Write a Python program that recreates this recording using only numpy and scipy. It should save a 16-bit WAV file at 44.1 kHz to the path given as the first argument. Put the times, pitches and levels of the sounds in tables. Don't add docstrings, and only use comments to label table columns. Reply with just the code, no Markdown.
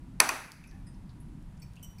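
import sys
import numpy as np
from scipy import signal
from scipy.fft import rfft, irfft
from scipy.io import wavfile
from scipy.ndimage import minimum_filter1d

SR = 44100
rng = np.random.default_rng(int(sys.argv[2]) if len(sys.argv) > 2 else 0)


def put_to_file(sound):
    columns = np.atleast_2d(sound).T
    safe = np.clip(columns, -1, 1)
    whole_steps = np.round(safe * 32767)
    wavfile.write(sys.argv[1], SR, whole_steps.astype(np.int16))


N = 88200

# freq_hz, density_db_per_hz (relative)
AIR_SPECTRUM = [(12, -24.5), (22, -3), (35, 0), (50, -1.5), (78, -9), (125, -5), (190, -6.5), (280, -26.5),
                (400, -30.5), (550, -33), (850, -32.5), (1200, -35.5), (1800, -39), (3000, -44),
                (6000, -50.5), (10500, -49.5), (12500, -57), (16000, -65.5)]
AIR_LEVEL_DB = -46.5
# time_s, level_db
HUM_LEVEL = [(0, -54.5), (0.201, -54), (.7, -57.5), (1.1, -55.5), (1.381, -52.5), (1.5, -63.5), (2, -67.5)]
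HUM_HZ, HUM_SIGMA_HZ = 239.4, 70.2
FAN_HZ, FAN_HALF_WIDTH_HZ, FAN_LEVEL_DB = 960, 35, -76.5

# freq_hz, t60_s
ROOM_DECAY = [(250, .6), (500, .5), (1000, 0.52), (2400, 0.69), (3400, .52), (4600, 0.57), (6000, 0.59),
              (8600, 0.44), (10500, .62), (16000, 0.53)]
ROOM_BUILD_S, SNAP_ROOM_DB, SMALL_ROOM_DB = 0.004, -16.5, -8
# freq_hz, level_db, t60_s
BENCH_MODES = [(374.8, -47.5, 0.56), (649.8, -37, .55), (784, -47, .9), (909, -39.5, 0.74),
               (1297, -42.5, 0.67), (1857, -38, 0.72), (2020, -42, 0.57), (2420, -47, .6)]

# start_s, level_db, centre_hz, width_octaves, t60_s
TICKS = [(0.5188, -33, 6470, 0.74, 0.0096), (0.639, -56, 5070, 0.73, 0.037), (.639, -54, 2460, 0.066, 0.11),
         (0.6726, -58, 10700, 0.14, .06), (.675, -63, 5800, .1, 0.068), (.692, -57, 5760, 0.085, 0.047),
         (0.7123, -56.5, 3450, 0.92, 0.021), (.72, -62.5, 1790, 0.046, 0.24),
         (.735, -63.5, 783, 0.071, 0.29), (.9437, -61, 4900, 0.22, .03), (1.0932, -62, 4170, 0.22, 0.088),
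         (1.2021, -62, 10500, 0.094, 0.11), (1.4256, -65, 7950, 0.93, 0.017),
         (1.525, -66, 4200, .5, 0.0079), (1.5707, -66, 6950, 0.37, .012),
         (1.5765, -62.5, 5940, 0.36, 0.017), (1.5987, -61.5, 9200, 0.17, 0.0398),
         (1.7354, -59, 5940, 1, 0.011), (1.757, -59, 5500, 0.99, 0.014), (1.7642, -57, 4500, 1, 0.016),
         (1.768, -55, 2760, 0.11, 0.074), (1.786, -62, 2960, 0.24, 0.024), (1.7957, -55, 3000, .5, .008)]
TICK_TOP_HZ = 11400

# freq_hz, level_db, t60_s
SPRING_PRESSED_MODES = [(1875, -2, 0.17), (5000, -4, 0.17), (7800, -19, .15), (8620, -5.5, 0.2),
                        (9260, -12, 0.083), (9970, -5.5, 0.18)]
# freq_hz, level_db, t60_s
SPRING_HALF_MODES = [(2411, -1.5, 0.07), (4580, -3.5, 0.097), (5410, -4, 0.08), (6050, -4.5, 0.058),
                     (7890, -8, 0.076), (8160, -21, 0.071), (9450, -12, 0.088), (14580, -6, .06)]
# freq_hz, level_db, t60_s
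SPRING_STOP_MODES = [(3010, -2.5, 0.14), (5760, 0.5, 0.25), (6240, -2, 0.071), (7600, -7, .22),
                     (7760, -4.5, .09), (8204, -4.5, 0.13), (9600, -6, .11), (10260, -5.5, 0.093),
                     (11030, -11, .1), (13100, -15, 0.16), (13980, 1, .07), (14570, -4, .09)]
# start_s, level_db, spring_position (0 pressed, 1 half, 2 stop), tilt_db_per_octave
CLINKS = [(0.8677, -59.5, 0, 1), (1.6185, -56, 1, -2.5), (1.6232, -57.5, 1, -4), (1.8268, -55.5, 2, 3),
          (1.8328, -55.5, 2, -5), (1.8443, -58, 2, -5), (1.983, -58, 1, 2)]
CLINK_RISE_S, RATTLE_DB, RATTLE_T60_S, RATTLE_HALF_WIDTH_HZ = 0.0019, 2, 0.087, 170
SPRING_DETUNE = 0.002

# start_s, level_db, tilt_db_per_octave
SNAP_CONTACTS = [(0.1992, -42.5, 0), (0.2003, -29, -6.5), (.2022, -4, 0), (0.2035, -8.5, -0.5),
                 (0.2045, -15, 0), (0.2906, -13.5, 0.5), (0.2926, -14.5, -2.5)]
# freq_hz, level_db, t60_s
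PLASTIC_MODES = [(1090, -7.5, 0.036), (1400, -13.5, 0.028), (1823, -7, .025), (2503, -8.5, .035),
                 (2800, -16.5, 0.064), (4550, -3, .008), (5990, -2, .009), (8120, -7.5, 0.008),
                 (10120, -8, .008), (10850, -7, .009), (12800, -10.5, .007)]
# freq_hz, level_db (relative)
RADIATED_SPECTRUM = [(100, -21.5), (250, -1), (480, -2.5), (800, 3), (1300, 3), (1900, -0.5), (2600, -2.5),
                     (3000, -10.5), (4600, -8), (5200, -13.5), (6000, -7.5), (7000, -15), (8200, -9),
                     (9300, -11.5), (10700, -10.5), (12300, -20.5), (15500, -22.5)]
RADIATED_DB = -17.5
CRACK_DB, CRACK_T60_S, CRACK_LOW_HZ, CRACK_TOP_HZ = -7.5, 0.012, 705, 9000
BODY_LOW_HZ = 600
TILT_PIVOT_HZ = 4000

THRESHOLD_DB, DUCK_SHARE, RECOVER_DB_PER_S = -23, 0.45, 33.5
ATTACK_S, HOLD_S, POWER_WINDOW_SAMPLES = 0.004, 0.34, 128
CUTOFF_HZ = 15800


def amp(db):
    return 10 ** (np.asarray(db) / 20)


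def unit(x):
    return x / np.sqrt(np.mean(x ** 2) + 1e-20)


def read_spectrum(table, hz):
    table_hz, values = np.transpose(table)
    return np.interp(np.log(hz + 1), np.log(table_hz + 1), values)


def add(mix, start_s, sound):
    part = mix[round(start_s * SR):][:len(sound)]
    part += sound[:len(part)]


def noise(gain):
    f = np.fft.rfftfreq(N, 1 / SR) + 1
    return unit(irfft(rfft(rng.standard_normal(N)) * gain(f), N))


def ring(modes, tilt_db, t, detune):
    total = np.zeros(len(t))
    for k, (hz, db, t60_s) in enumerate(modes):
        level_db = db + tilt_db * np.log2(hz / TILT_PIVOT_HZ)
        mode_hz = hz * (1 + detune * rng.standard_normal())
        total += (-1) ** k * amp(level_db - 60 * t / t60_s) * np.sin(2 * np.pi * mode_hz * t)
    return total


def ventilation():
    t = np.arange(N) / SR
    air = amp(AIR_LEVEL_DB) * noise(lambda f: amp(read_spectrum(AIR_SPECTRUM, f)))
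    hum = noise(lambda f: np.exp(-0.5 * ((f - HUM_HZ) / HUM_SIGMA_HZ) ** 2))
    hum_gain = amp(np.interp(t, *np.transpose(HUM_LEVEL)))
    fan = noise(lambda f: 1 / (1 + ((f - FAN_HZ) / FAN_HALF_WIDTH_HZ) ** 2))
    return air + hum * hum_gain + amp(FAN_LEVEL_DB) * fan


def room_tail(wash):
    hz, t, bands = signal.stft(wash, SR, nperseg=256)
    decay = amp(-60 * t / read_spectrum(ROOM_DECAY, hz)[:, None])
    tail = signal.istft(bands * decay, SR, nperseg=256)[1][:N]
    return tail * np.minimum(np.arange(N) / SR / ROOM_BUILD_S, 1)


def room(x):
    tail = room_tail(rng.standard_normal(N))
    return signal.fftconvolve(x, tail / np.linalg.norm(tail))[:N]


def bench():
    out, t = np.zeros(N), np.arange(N) / SR
    loudest_s = max(SNAP_CONTACTS, key=lambda row: row[1])[0]
    add(out, loudest_s, ring(BENCH_MODES, 0, t, 0) * np.minimum(t / ROOM_BUILD_S, 1))
    return out


def ticks():
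    out, t = np.zeros(N), np.arange(N) / SR
    for start_s, db, hz, octaves, t60_s in TICKS:
        def band(f):
            peak = 1 / np.hypot(1, (np.log2(f / hz) / octaves) ** 2)
            return peak / np.hypot(1, (f / TICK_TOP_HZ) ** 2)
        add(out, start_s, noise(band) * amp(db - 60 * t / t60_s))
    return out


def clinks():
    out, t = np.zeros(N), np.arange(N) / SR
    springs = (SPRING_PRESSED_MODES, SPRING_HALF_MODES, SPRING_STOP_MODES)
    for start_s, db, position, tilt_db in CLINKS:
        modes = springs[int(position)]

        def near_modes(f):
            return sum(amp(level_db) / (1 + ((f - hz) / RATTLE_HALF_WIDTH_HZ) ** 2)
                       for hz, level_db, _ in modes)
        rattle = noise(near_modes) * amp(RATTLE_DB - 60 * t / RATTLE_T60_S)
        sound = ring(modes, tilt_db, t, SPRING_DETUNE) + rattle
        add(out, start_s, amp(db) * np.minimum(t / CLINK_RISE_S, 1) * sound)
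    return out


def snaps():
    direct, echo, t = np.zeros(N), np.zeros(N), np.arange(N) / SR
    for start_s, db, tilt_db in SNAP_CONTACTS:
        def noise_tilt_db(f):
            return tilt_db * np.log2((f + 500) / TILT_PIVOT_HZ)

        def crack_gain(f):
            band = 1 / np.hypot(1, (CRACK_LOW_HZ / f) ** 2) / np.hypot(1, f / CRACK_TOP_HZ)
            return amp(noise_tilt_db(f)) * band

        def radiated_gain(f):
            return amp(read_spectrum(RADIATED_SPECTRUM, f) + noise_tilt_db(f) / 2)
        crack = noise(crack_gain) * amp(CRACK_DB - 60 * t / CRACK_T60_S)
        add(direct, start_s, amp(db) * (ring(PLASTIC_MODES, tilt_db, t, 0) + crack))
        add(echo, start_s, amp(db + RADIATED_DB) * room_tail(noise(radiated_gain)))
    high_pass = signal.butter(2, BODY_LOW_HZ, "high", fs=SR)
    return signal.lfilter(*high_pass, direct), echo


def scene():
    air = ventilation()
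    small = ticks() + clinks()
    snap, snap_echo = snaps()
    reflections = room(amp(SNAP_ROOM_DB) * snap + amp(SMALL_ROOM_DB) * small)
    return (air + reflections + bench() + small + snap + snap_echo)[None]


def record(dry):
    window = np.ones(POWER_WINDOW_SAMPLES) / POWER_WINDOW_SAMPLES
    power = signal.lfilter(window, 1, dry[0] ** 2)
    wanted_db = DUCK_SHARE * np.maximum(10 * np.log10(power + 1e-12) - THRESHOLD_DB, 0)
    half = int(HOLD_S * SR / 2)
    held_db = -minimum_filter1d(-wanted_db, 2 * half + 1, origin=half, mode="constant")
    fall_db = np.arange(N) * RECOVER_DB_PER_S / SR
    recovering_db = np.maximum.accumulate(held_db + fall_db) - fall_db
    pole = np.exp(-1 / (ATTACK_S * SR))
    duck_db = signal.lfilter([1 - pole], [1, -pole], recovering_db)
    low_pass = signal.firwin(255, CUTOFF_HZ, window=("kaiser", 9), fs=SR)
    return signal.oaconvolve(dry * amp(-duck_db), low_pass[None], "same")


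dry = scene()
out = record(dry)
put_to_file(out)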